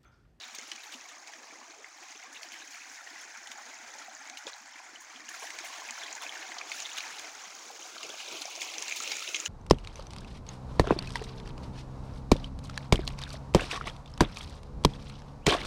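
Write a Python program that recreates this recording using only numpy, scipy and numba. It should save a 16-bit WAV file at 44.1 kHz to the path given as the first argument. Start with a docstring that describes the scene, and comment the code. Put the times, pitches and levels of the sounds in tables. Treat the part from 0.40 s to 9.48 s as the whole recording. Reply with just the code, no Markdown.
"""You hear a shallow woodland creek babbling over stones while a small dog splashes and plops about in it.
The water grows louder and brighter as the microphone follows the dog towards a riffle.
The creek is swarms of short ringing bubbles over a soft wash of noise; deep glugs and a faint rumble lie below.
Paws and muzzle throw up splashes, each a ringing bubble with a burst of spray and late droplets.
They also drag up bright swishes and churn up clusters of bubbles; single plops and drips ring out."""
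import sys
import numpy as np
from scipy import signal
from scipy.fft import rfft, irfft, next_fast_len
from scipy.io import wavfile
from numba import njit

SR = 44100
rng = np.random.default_rng(int(sys.argv[2]) if len(sys.argv) > 2 else 0)


def master_out(mix):
    """Clip the mix to full scale and print it as 16-bit PCM to the path in sys.argv[1]."""
    frames = np.transpose(np.atleast_2d(mix))
    ceiling = np.clip(frames, -1, 1)
    pcm = np.round(ceiling * 32767).astype(np.int16)
    wavfile.write(sys.argv[1], SR, pcm)


N = 400428   # length in samples

# Faint, dull low bumps. Each row: start in seconds, relative peak in dB, pitch in Hz.
BUMPS = [(5.44, -72, 80), (5.87, -69, 85), (6.21, -62, 190), (6.66, -66, 75), (6.72, -59, 160),
         (6.80, -65, 78), (6.94, -68, 110), (7.069, -53, 195)]
RUMBLE_DB, RUMBLE_WAVER_DB = -89, 2   # middle level, and how far it wavers
# The loudest single glugs under the ledge. 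Each row: start in seconds, relative peak in dB, pitch in Hz.
LOUD_GLUGS = [(0.126, -58, 242), (0.323, -51, 330), (0.551, -62, 261), (0.965, -55.5, 320),
              (1.124, -49, 299), (1.294, -52, 317), (1.752, -52, 420), (1.877, -58, 270), (2.055, -54, 331),
              (2.233, -55, 310), (3.301, -56, 363), (3.603, -56, 283), (4.052, -48.5, 318),
              (4.819, -53, 301), (5.024, -57, 420), (5.502, -52, 245), (5.962, -54, 331), (6.489, -63, 328),
              (7.396, -50, 350), (7.639, -54, 304), (7.918, -55, 301), (8.097, -56, 366), (8.566, -52, 353),
              (8.783, -56, 382)]
GLUG_DB = -69.5   # level of the steady glugging
GLUG_WAVER_DB, GLUG_WAVER_HZ = 2.5, 6   # how far and how fast the birth of its bubbles wavers
# Colour of the water at the microphone. Each row: frequency in Hz, filter gain in dB.
WATER_COLOUR = [(59, -74), (100, -10), (177, -6.5), (233, -12), (314, 1.5), (388, -4.5), (544, -7),
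                (732, -2), (1270, -6.5), (1900, -8.5), (2450, -4), (2720, -6.5), (4720, -8.5), (6630, -4),
                (8190, -16.5), (9500, -15.5), (12800, -26), (14100, -28), (14900, -14), (15800, -15)]
# A hollow in the water's colour that shifts as the microphone moves.
# Each row: time in seconds, centre in Hz, depth in dB (below zero is a hump).
HOLLOW = [(0, 1380, 2.5), (1.5, 1430, 5.5), (2.5, 1220, 8.5), (3.8, 1080, 3.5), (4.7, 1310, 4),
          (5.8, 1220, 6), (6.8, 1530, -2), (7.15, 1730, 4), (7.8, 1840, 11), (8.3, 1470, 2),
          (9.08, 1610, 8)]
# Creek level by bubble size as the microphone moves along. Each row: time in seconds, then the
# relative levels in dB of burble, gurgle, babble, trickle and fizz (large bubbles to small).
FLOW = [(0.0, -71.5, -60, -54.5, -53.5, -52.5), (1.39, -69.5, -59, -58, -62.5, -57),
        (1.52, -78, -61.5, -56.5, -63, -56.5), (1.69, -81, -60, -56.5, -57.5, -54.5),
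        (1.92, -71, -60, -55, -60.5, -57), (2.25, -74, -60.5, -53.5, -57.5, -52.5),
        (3.03, -73, -56, -50.5, -60, -53.5), (3.61, -67, -55.5, -54, -59, -53.5),
        (3.74, -78, -55.5, -53.5, -59.5, -55), (4.55, -79, -61, -55, -62, -56.5),
        (4.87, -73, -57, -53, -58.5, -54.5), (4.93, -72, -57.5, -50.5, -52, -50.5),
        (5.21, -67.5, -53, -50.5, -52.5, -50), (6.12, -67, -52, -51.5, -51, -51),
        (6.25, -62, -54.5, -52.5, -56.5, -53.5), (6.34, -66, -55.5, -53.5, -49.5, -47.5),
        (6.55, -66, -54, -51.5, -49, -48.5), (6.98, -65.5, -55, -54.5, -55, -51),
        (7.42, -65, -58.5, -55, -53.5, -50.5), (7.99, -61, -55, -54, -47, -47.5),
        (8.3, -61.5, -54, -60, -47.5, -48), (8.72, -57, -56, -51, -44.5, -44.5),
        (9.08, -62.5, -64, -53, -48.5, -47)]
# The borders between those five ranges of pitch, in Hz.
RANGE_EDGES_HZ = [620, 1250, 2200, 4500]
# The same five ranges; the large bubbles come least evenly. 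Each row: extra gain in dB, waver in dB.
RANGE_WAVERS = [(1.5, 3.5), (-0.2, .5), (-0.1, 0.36), (-0.5, 1.34), (0.8, 0.32)]
WAVER_HZ = 6.8   # speed of that waver
TOP_FOLLOWS, TOP_DB = 0.67, -6   # above 8.5 kHz: extra share of the fizz's swing, and gain in dB
RIFFLE_S, RIFFLE_HALF_S, RIFFLE_DB = 8.7, 0.62, -47.5   # closest approach, half its length, level
# Paws swishing through the surface. Each row: start in seconds, relative level in dB,
# time to die away by 60 dB in seconds.
SWISHES = [(0.148, -24.5, 0.032), (0.275, -40, 0.17), (0.43, -38, 0.26), (0.518, -37.5, .2),
           (0.687, -40, 0.085), (1.924, -36, 0.18), (2.02, -37, .18), (2.1196, -37, .18),
           (2.308, -39, 0.28), (2.514, -41, 0.24), (2.8094, -35, 0.1), (3.112, -34, 0.088),
           (3.972, -39, .15), (4.604, -35.5, .11), (4.8884, -33, 0.12), (4.9387, -40, .18),
           (4.995, -33.5, 0.21), (5.03, -33, .15), (5.243, -30.5, 0.28), (5.8162, -32, 0.17),
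           (6.3494, -34.5, 0.25), (6.5695, -30, 0.13), (6.79, -28, 0.051), (8.01, -29, .06),
           (8.2072, -28, .14), (8.297, -24, .015), (8.5594, -24, 0.12)]
# The dog churns the water and stirs up loose ringing drops.
# Each row: middle in seconds, half length in seconds, level in dB.
CHURNS = [(0.462, 0.084, -54), (2.34, 0.018, -48), (5.197, 0.22, -68), (5.655, 0.058, -46),
          (5.835, 0.062, -53), (6.38, 0.027, -44), (6.51, 0.041, -48), (6.644, 0.05, -49),
          (8.487, 0.032, -43)]
# Gulps, where a paw or the muzzle churns a cluster of bubbles under.
# Each row: start in seconds, relative bubble peak in dB, middle pitch in Hz, length in seconds.
GULPS = [(0.003, -29.5, 3600, 0.05), (0.213, -37, 3300, .09), (0.315, -37, 2920, 0.011),
         (0.43, -39, 2180, .03), (0.521, -32.5, 3400, .025), (1.945, -30.5, 3100, 0.03),
         (2.132, -32, 2470, 0.028), (2.198, -32.5, 2900, 0.037), (2.366, -35.5, 1820, .02),
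         (2.42, -40, 2140, 0.028), (3.97, -36, 3680, 0.012), (4.075, -37, 1390, 0.024),
         (4.939, -36, 1660, 0.015), (5.022, -36, 860, 0.021), (5.064, -32, 2480, .01),
         (5.133, -45, 2100, 0.019), (5.226, -38.5, 790, 0.028), (5.237, -30, 2200, .025),
         (5.493, -31, 2200, .012), (5.613, -32, 2090, 0.015), (5.633, -39, 2700, 0.056),
         (5.814, -27, 2600, 0.042), (5.815, -32, 1110, 0.026), (5.86, -34, 2430, .04),
         (6.019, -29, 2330, 0.014), (6.182, -28.5, 4430, 0.0088), (6.209, -34, 1900, 0.006),
         (6.298, -38, 950, .02), (6.316, -28, 2500, .009), (6.351, -34, 2970, .05),
         (6.455, -28, 2740, 0.012), (6.576, -21.5, 3150, 0.011), (6.624, -34, 2500, 0.057),
         (8.204, -29, 3300, .028), (8.331, -30, 2700, 0.019), (8.416, -31, 2310, 0.015),
         (8.486, -32, 2900, 0.045), (8.56, -23, 5260, 0.023), (8.672, -31, 2900, .008),
         (8.704, -29, 3600, .012), (8.717, -19, 4230, 0.005), (8.943, -25, 2920, .008),
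         (8.984, -30.5, 2410, 0.043)]
GULP_BUBBLES = 14   # bubbles in each cluster
# Single bubbles that ring out, from deep plops to small, high drips.
# Each row: start in seconds, relative peak in dB, pitch in Hz, cycles of ringing.
PLOPS = [(0.012, -32, 3780, 32), (0.036, -35, 3600, 45), (0.186, -28.5, 426, 4), (0.770, -40, 1150, 20),
         (1.109, -34.5, 2250, 26), (1.134, -35, 1160, 12), (1.214, -33.5, 1010, 13), (2.418, -36, 2490, 40),
         (2.961, -32, 1420, 16), (3.17, -42, 790, 16), (3.183, -36, 800, 22), (3.552, -38, 870, 19),
         (3.682, -36, 740, 33), (3.750, -31.5, 6700, 53), (4.068, -27, 490, 11), (4.076, -28, 895, 12),
         (4.401, -34.5, 950, 18), (5.021, -36, 880, 20), (5.025, -36.5, 464, 13), (5.030, -36, 1020, 31),
         (5.036, -38, 695, 20), (5.058, -38, 810, 18), (5.239, -39, 694, 27), (5.419, -34, 1020, 29),
         (5.496, -26.5, 1950, 21), (5.508, -32, 4500, 25), (5.579, -24.5, 1430, 11), (5.635, -27, 3300, 31),
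         (5.816, -33, 3500, 38), (5.819, -28, 1070, 11), (5.923, -29, 2200, 28), (5.97, -30, 1530, 30),
         (6.209, -29, 1120, 12), (6.638, -27, 2070, 22), (7.302, -34.5, 780, 28), (7.423, -33, 3000, 30),
         (7.453, -35.5, 730, 23), (7.566, -28, 1240, 13), (7.581, -29, 4260, 30), (7.610, -33, 1170, 18),
         (7.702, -27, 3310, 31), (7.74, -32, 704, 12), (7.830, -36, 765, 16), (8.053, -28, 685, 13),
         (8.078, -33, 765, 18), (8.175, -35, 660, 17), (8.362, -36, 787, 21), (8.482, -28, 3910, 30),
         (8.512, -21, 2260, 22), (8.604, -28, 1270, 27), (8.635, -26, 7450, 40), (8.717, -31, 810, 16),
         (8.877, -24, 3630, 25), (8.944, -36.5, 353, 11)]
# Splashes. Each row: time in seconds, relative peak in dB, pitch of the main bubble in Hz,
# spray against that peak in dB, time for the spray to die away by 60 dB in seconds.
SPLASHES = [(0.185, -27, 5170, 7, 0.017), (0.316, -22, 6200, 2.5, .028), (0.360, -32, 6000, 10, 0.0076),
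            (0.523, -26, 3620, -10, .04), (0.54, -23, 2830, -11, 0.051), (0.689, -28, 6540, -5, 0.023),
            (0.873, -29, 6340, 2.5, 0.028), (0.935, -27.5, 1780, -3, .02), (1.4436, -23.5, 1990, -25, .02),
            (2.031, -27, 2400, 3, .018), (2.087, -26, 5070, -16, .02), (2.1195, -28, 2400, -3, .018),
            (3.072, -24, 6300, -2, 0.024), (3.116, -26, 3050, 1, 0.03), (3.775, -35, 6400, -5, 0.017),
            (3.898, -21.5, 6200, -3, 0.015), (3.972, -24.5, 3730, 1, 0.029),
            (4.068, -19.5, 3580, -1, 0.012), (4.075, -29.5, 1590, 1, 0.084), (4.087, -25, 5400, -4, 0.016),
            (4.095, -32, 5050, 0, 0.026), (4.1322, -24.5, 3900, -13, .02), (4.139, -25, 5900, -12, .02),
            (4.34, -33, 3000, -12, .02), (4.76, -27, 3050, -7, .02), (4.889, -26, 1670, 2, 0.023),
            (5.1037, -21.5, 2100, 1, 0.02), (5.187, -21, 2290, 1, 0.023), (5.4876, -19, 2400, -10, 0.018),
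            (5.508, -15.5, 6850, -4, 0.012), (5.6156, -23, 2140, -13, .02), (5.727, -15, 6670, -12, .02),
            (5.752, -16, 6600, -16, .02), (5.832, -28, 2600, 3, 0.048), (5.8646, -18, 2400, -12, .012),
            (5.893, -17.5, 3200, -15, .018), (5.955, -23, 1780, -19, .02), (6.118, -19, 1970, -8, 0.018),
            (6.184, -19, 4440, -5, 0.027), (6.213, -17.5, 2350, -10, .015), (6.317, -16, 2370, -2, 0.027),
            (6.4019, -13, 6600, -5, .012), (6.422, -18, 6500, -6, 0.035), (6.452, -17, 3550, -15, .008),
            (6.458, -17, 3430, -12, 0.028), (6.569, -19, 3400, -9, .02), (6.583, -17.5, 6230, 8, 0.0096),
            (6.605, -18, 2360, -4, 0.016), (6.639, -27, 1930, -6, .008), (6.679, -24, 4250, -6, .02),
            (6.784, -21, 3830, 1, 0.013), (6.794, -25, 6540, -1, 0.028), (7.63, -20.5, 2730, 0, 0.036),
            (7.691, -28, 2550, 2, 0.028), (7.8017, -22.5, 2720, 1, .015), (8.018, -16, 4100, -6, 0.04),
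            (8.055, -14, 5760, -7, 0.016), (8.161, -16.5, 5960, -1, .006), (8.2166, -15, 2230, -1, 0.03),
            (8.2276, -22, 2370, 2, 0.028), (8.3367, -22, 2430, -1, .05), (8.382, -11, 5940, -3, 0.015),
            (8.423, -14, 6640, 3.5, 0.014), (8.481, -13.5, 6740, -12, .035), (8.496, -17, 6860, -3, 0.021),
            (8.508, -22, 2760, -1, .03), (8.5226, -10.5, 2360, -13, 0.018), (8.602, -11.5, 6500, -5, 0.017),
            (8.6216, -21, 6600, 4, 0.017), (8.675, -18.5, 2560, 0, 0.022), (8.717, -20, 4530, 7, 0.036),
            (8.769, -17, 6660, -10, .015), (8.8253, -18, 2620, -5, 0.032), (8.8756, -16, 2750, -12, 0.013),
            (8.889, -21, 2580, 0, .03), (8.9449, -9.5, 2540, -7, .015), (8.949, -10.5, 3180, -11, .02),
            (8.958, -15.5, 6550, -5, 0.025), (8.964, -20, 2090, 4.5, 0.015), (9.001, -9.5, 6700, -9, 0.024),
            (9.055, -11, 6630, -16, 0.011), (9.06, -9, 2870, 1, 0.011)]
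SPRAY_GATHER_S, SPRAY_GATHER_DB = 0.021, -12   # spray builds up before the slap: 60 dB rise time, level under it
CUTOFF_HZ = 15900   # top of the sound


def from_db(db):
    """Decibels to gain."""
    return 10 ** (np.asarray(db) / 20)


def rms_one(x):
    """Scale to an rms (average strength) of 1."""
    return x / np.sqrt(np.mean(x ** 2) + 1e-20)


def butter(x, hz, kind, order=2):
    """Keep one part of the pitch range with a Butterworth filter."""
    return signal.sosfilt(signal.butter(order, hz, kind, fs=SR, output="sos"), x + 1e-18)


def drift(rate):
    """Smooth chance with a spread of about 1: random numbers smoothed to change about rate times a second."""
    step = 40   # samples between the slow points
    r = np.exp(-2 * np.pi * rate * step / SR)
    noise = rng.standard_normal(N // step + 2002)
    slow = signal.lfilter([1], [1, -2 * r, r * r], noise)[2000:]   # skip the filter's start
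    return np.interp(np.arange(N) / step, np.arange(len(slow)), rms_one(slow))


def in_time(rows):
    """The columns of a timed table, drawn out sample by sample."""
    s, *columns = np.transpose(rows)
    return [np.interp(np.arange(N) / SR, s, c) for c in columns]


def coloured(x, points):
    """Filter with the gains of a table, reacting as early as it can (minimum phase)."""
    size = next_fast_len(N + SR // 4, True) // 2 * 2
    hz, db = np.transpose(points)
    bin_hz = np.arange(size // 2 + 1) * SR / size
    log_gain = np.log(from_db(np.interp(np.log(bin_hz + 1), np.log(hz), db)))
    # folding the cepstrum forward in time gives the minimum phase
    cepstrum = irfft(log_gain)
    cepstrum[1:size // 2] *= 2
    cepstrum[size // 2 + 1:] = 0
    return irfft(rfft(x, size) * np.exp(rfft(cepstrum)))[:N]


@njit
def moving_band(x, hz, width_hz):
    """A resonance with a gain of 1 at its moving centre."""
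    out, low, band = np.zeros(N), 0., 0.
    for i in range(N):
        step = 2 * np.sin(np.pi * hz[i] / SR)
        damping = width_hz / hz[i]
        low += step * band
        band += step * (x[i] - low - damping * band)
        out[i] = damping * band
    return out


def bursts(s, db, t60):
    """An envelope that jumps by each level and dies away by 60 dB in each time t60."""
    out = np.zeros(N + SR)
    for first, level_db, decay_s in zip(np.maximum(s * SR, 0).astype(int), db, t60):
        t = np.arange(int(min(decay_s, 1) * SR)) / SR
        out[first:first + len(t)] += from_db(level_db - 60 * t / decay_s)
    return out[:N]


@njit
def bubbles(start_s, height, hz, cycles, rise, swell):
    """Each bubble is a sine that builds up over swell cycles, dies 60 dB in its cycles and rises in pitch."""
    out = np.zeros(N)
    for k in range(len(hz)):
        first = int(start_s[k] * SR)
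        life = cycles[k] * SR / hz[k]   # in samples
        for i in range(max(0, -first), min(int(life), N - first)):
            turns = hz[k] * i / SR * (1 + rise * i / life / 2)
            envelope = (1 - np.exp(-turns / swell)) * np.exp(-np.log(1000) * i / life)
            out[first + i] += height[k] * envelope * np.sin(2 * np.pi * turns)
    return out


def swarm(low_hz, high_hz, cycles, spread_db, rise, swell, surge, count):
    """Bubbles born at random, most of them when the water surges; about even power per Hz, rms 1."""
    when, pitch, size, life, sign = rng.random((count, 5)).T
    start_s = np.interp(when, np.cumsum(surge) / np.sum(surge), np.arange(N) / SR)
    hz = low_hz * (high_hz / low_hz) ** pitch
    loudness_db = spread_db * np.minimum(-np.log(size), 4.2)   # a few stand far out
    height = from_db(loudness_db) * np.sign(sign - .5) * hz / high_hz
    ringing = cycles * 2 ** (2 * life - 1)   # half to double
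    return rms_one(bubbles(start_s, height, hz, ringing, rise, swell))


def air():
    """A very faint, wavering low rumble of filtered noise with a few dull bumps."""
    s, db, hz = np.transpose(BUMPS)
    bumps = bubbles(s, from_db(db), hz, np.full(len(s), 12.0), rise=.1, swell=0.97)
    level_db = RUMBLE_DB + RUMBLE_WAVER_DB * drift(rate=3.6)
    rumble = rms_one(butter(rng.standard_normal(N), [60, 120], "band", order=1))
    return bumps + from_db(level_db) * rumble


def glugs():
    """Water folding under a ledge keeps up a soft, deep, uneven glugging, with louder single glugs standing out."""
    surge = from_db(GLUG_WAVER_DB * drift(GLUG_WAVER_HZ))
    steady = swarm(231.0, 351, cycles=12.6, spread_db=4.5, rise=0.042, swell=2.3, surge=surge, count=600)
    s, db, hz = np.transpose(LOUD_GLUGS)
    loud = bubbles(s, from_db(db + 2.5), hz, np.full(len(s), 24.0), rise=0.069, swell=1.0)
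    return butter(from_db(GLUG_DB) * steady + loud, 126, "high")


def babbling():
    """Wavelets break over stones in quick surges, each shedding bubbles of many sizes over a wash of far water."""
    surge = from_db(2.3 * drift(rate=38))
    gurgle = swarm(405.7, 1316, cycles=22, spread_db=2.5, rise=0.13, swell=2.5, surge=surge, count=3600)
    babble = swarm(1325, 3075, cycles=32, spread_db=3.5, rise=0.17, swell=2.3, surge=surge, count=6000)
    fizz = swarm(2997, 7680, cycles=38, spread_db=3.5, rise=0.078, swell=6.9, surge=surge ** .6, count=18000)
    # the tiniest bubbles ring only very briefly
    ticks = swarm(4050, 17200, cycles=10.5, spread_db=5.0, rise=0.059, swell=8.7, surge=surge, count=16000)
    wash = rng.standard_normal(N) * surge ** .5
    near = from_db(-16.5) * gurgle + from_db(-14.0) * babble + from_db(-10.0) * fizz + from_db(-8.5) * ticks
    water = butter(coloured(near + from_db(-4.0) * wash, WATER_COLOUR), 400, "high")
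    hollow_hz, depth_db = in_time(HOLLOW)
    # taking away part of a moving band leaves the hollow
    return water - (1 - from_db(-depth_db)) * moving_band(water, hollow_hz, width_hz=410)


def creek():
    """Each range of bubble sizes follows the nearness of the riffles that make it and wavers by chance."""
    rest, levels, out = babbling(), in_time(FLOW), 0
    for edge_hz, level_db, (gain_db, waver_db) in zip(RANGE_EDGES_HZ + [CUTOFF_HZ], levels, RANGE_WAVERS):
        # split off all that lies below this edge, without delay
        part = signal.sosfiltfilt(signal.butter(6, edge_hz, fs=SR, output="sos"), rest)
        rest = rest - part
        wavering_db = level_db + gain_db + waver_db * drift(WAVER_HZ)
        out = out + rms_one(part) * from_db(wavering_db)
    # the finest spray carries only from close by, so the top opens up with the fizz
    top = signal.sosfiltfilt(signal.butter(4, 8500, "high", fs=SR, output="sos"), out)
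    fizz_db = levels[-1]
    top_db = TOP_FOLLOWS * (fizz_db - np.mean(fizz_db)) + TOP_DB
    return out + top * (from_db(top_db) - 1)


def plinks(under_db, cycles, spread_db, rise):
    """Now and then a lone bubble close by rings clear of the babble, at a level that follows it."""
    babble_db = in_time(FLOW)[2]
    lone = swarm(1150, 3110, cycles, spread_db, rise, swell=0.84, surge=np.ones(N), count=260)
    return from_db(babble_db + under_db) * lone


def riffle(cycles, spread_db):
    """A small step in the bed sheds a dense stream of bubbles of nearly one size, heard only from close by."""
    nearness = np.exp(-((np.arange(N) / SR - RIFFLE_S) / RIFFLE_HALF_S) ** 2)
    surge = from_db(1.8 * drift(rate=25))
    stream = swarm(2070, 2820, cycles, spread_db, rise=.06, swell=5, surge=surge, count=7000)
    return from_db(RIFFLE_DB) * nearness * stream


def banks(x, echo_db, t60):
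    """The water surface and leafy banks scatter a short, dull echo, made of fading noise."""
    t = np.arange(SR // 5) / SR
    noise = butter(rng.standard_normal(len(t)), 11000, "low")
    tail = noise * from_db(-60 * t / t60) * (t > .002)
    return x + from_db(echo_db) * signal.fftconvolve(x, tail / np.sqrt(np.sum(tail ** 2)))[:N]


def swishes(swell_hz):
    """A paw drags through the surface and tears off a brief, bright shower of fine drops."""
    s, db, t60 = np.transpose(SWISHES)
    drops = swarm(1740, 15000, cycles=24.0, spread_db=1.7, rise=0.072, swell=3.0, surge=np.ones(N), count=50000)
    shower = rms_one(butter(coloured(drops, WATER_COLOUR), 5800, "high"))
    envelope = butter(bursts(s, db, t60), swell_hz, "low", order=1)   # softens the jumps
    return from_db(-13.5) * envelope * shower


def churning(cycles, spread_db, rise):
    """Clusters of clear bubbles swell and fade with each stir of the legs or muzzle."""
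    t = np.arange(N) / SR
    stir = sum(from_db(db) * np.exp(-((t - s) / half_s) ** 2) for s, half_s, db in CHURNS)
    drops = swarm(1425, 4750, cycles, spread_db, rise, swell=2.2, surge=np.ones(N), count=2800)
    return stir * rms_one(butter(drops, 2900, "low", order=1))


def gulps(cycles, spread_octaves):
    """A cluster of bubbles of kindred size breaks off in quick succession."""
    s, db, hz, length = np.transpose(GULPS)[:, :, None]
    delay, pitch, size = rng.random((len(GULPS), 3, GULP_BUBBLES)).transpose(1, 0, 2)
    start_s = s + length * (np.arange(GULP_BUBBLES) + delay) / GULP_BUBBLES
    height = from_db(db + 0.5 - 9.5 * size)
    pitch_hz = hz * 2 ** (spread_octaves * (pitch - .5))
    ringing = np.full(delay.size, cycles)
    return bubbles(start_s.ravel(), height.ravel(), pitch_hz.ravel(), ringing, rise=0.11, swell=1.83)


def plops(rise):
    """Single bubbles ring out, from deep plops to small, high drips."""
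    s, db, hz, cycles = np.transpose(PLOPS)
    return from_db(1.0) * bubbles(s, from_db(db), hz, cycles, rise, swell=1.11)


def splashes(cycles, spray_top_hz, fall_back_s, droplet_db):
    """Spray gathers into a slap, curt or drawn out, that traps one main bubble; droplets fall back just after."""
    s, db, hz, spray_db, spray_t60 = np.transpose(SPLASHES)
    main = bubbles(s + 0.00055, from_db(db), hz, np.full(len(s), cycles), rise=0.1, swell=3.4)
    froth = swarm(1500, 8890, cycles=16.5, spread_db=2.5, rise=0.12, swell=2.0, surge=np.ones(N), count=16000)
    wet_noise = coloured(froth + rng.standard_normal(N), WATER_COLOUR)
    hiss = rms_one(butter(wet_noise, [1940, spray_top_hz], "band", order=1))
    slaps = bursts(s, db + spray_db, spray_t60)
    # bursts played backwards rise towards each slap
    gather_t60 = np.full(len(s), SPRAY_GATHER_S)
    gathering = bursts(N / SR - s, db + spray_db + SPRAY_GATHER_DB, gather_t60)[::-1]
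    spray = from_db(-13.0) * butter(slaps + gathering, 180, "low", order=1) * hiss
    # eight droplets a splash, mostly fainter the later they fall
    delay, pitch, size = rng.random((len(s), 3, 8)).transpose(1, 0, 2)
    drop_s = s[:, None] + fall_back_s * delay ** 2
    drop_height = from_db(db[:, None] + droplet_db - 14 * size - 29 * delay)
    drop_hz = 1900 * 3.7 ** pitch
    ringing = np.full(delay.size, cycles)
    droplets = bubbles(drop_s.ravel(), drop_height.ravel(), drop_hz.ravel(), ringing, rise=0.17, swell=4.8)
    return from_db(3.0) * main + spray + droplets


def scene():
    """The creek and the wading dog between soft banks."""
    stream = creek() + glugs() + riffle(cycles=33, spread_db=4.5)
    stream = stream + plinks(under_db=-14.5, cycles=36, spread_db=5.5, rise=0.099)
    spray = swishes(swell_hz=101)
    spray = spray + splashes(cycles=16.6, spray_top_hz=8400, fall_back_s=0.046, droplet_db=-21)
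    single_and_clustered = plops(rise=0.087) + gulps(cycles=19, spread_octaves=1.05)
    stirred = churning(cycles=25, spread_db=3.5, rise=0.075)
    wading = butter(spray + single_and_clustered + stirred, 150, "high")   # the microphone takes little bass
    return (air() + stream + banks(wading, echo_db=-12.5, t60=0.12))[None]


def record(dry):
    """A steep elliptic filter cuts the top."""
    return signal.sosfilt(signal.ellip(10, .1, 70, CUTOFF_HZ, fs=SR, output="sos"), dry)


dry = scene()
out = record(dry)
master_out(out)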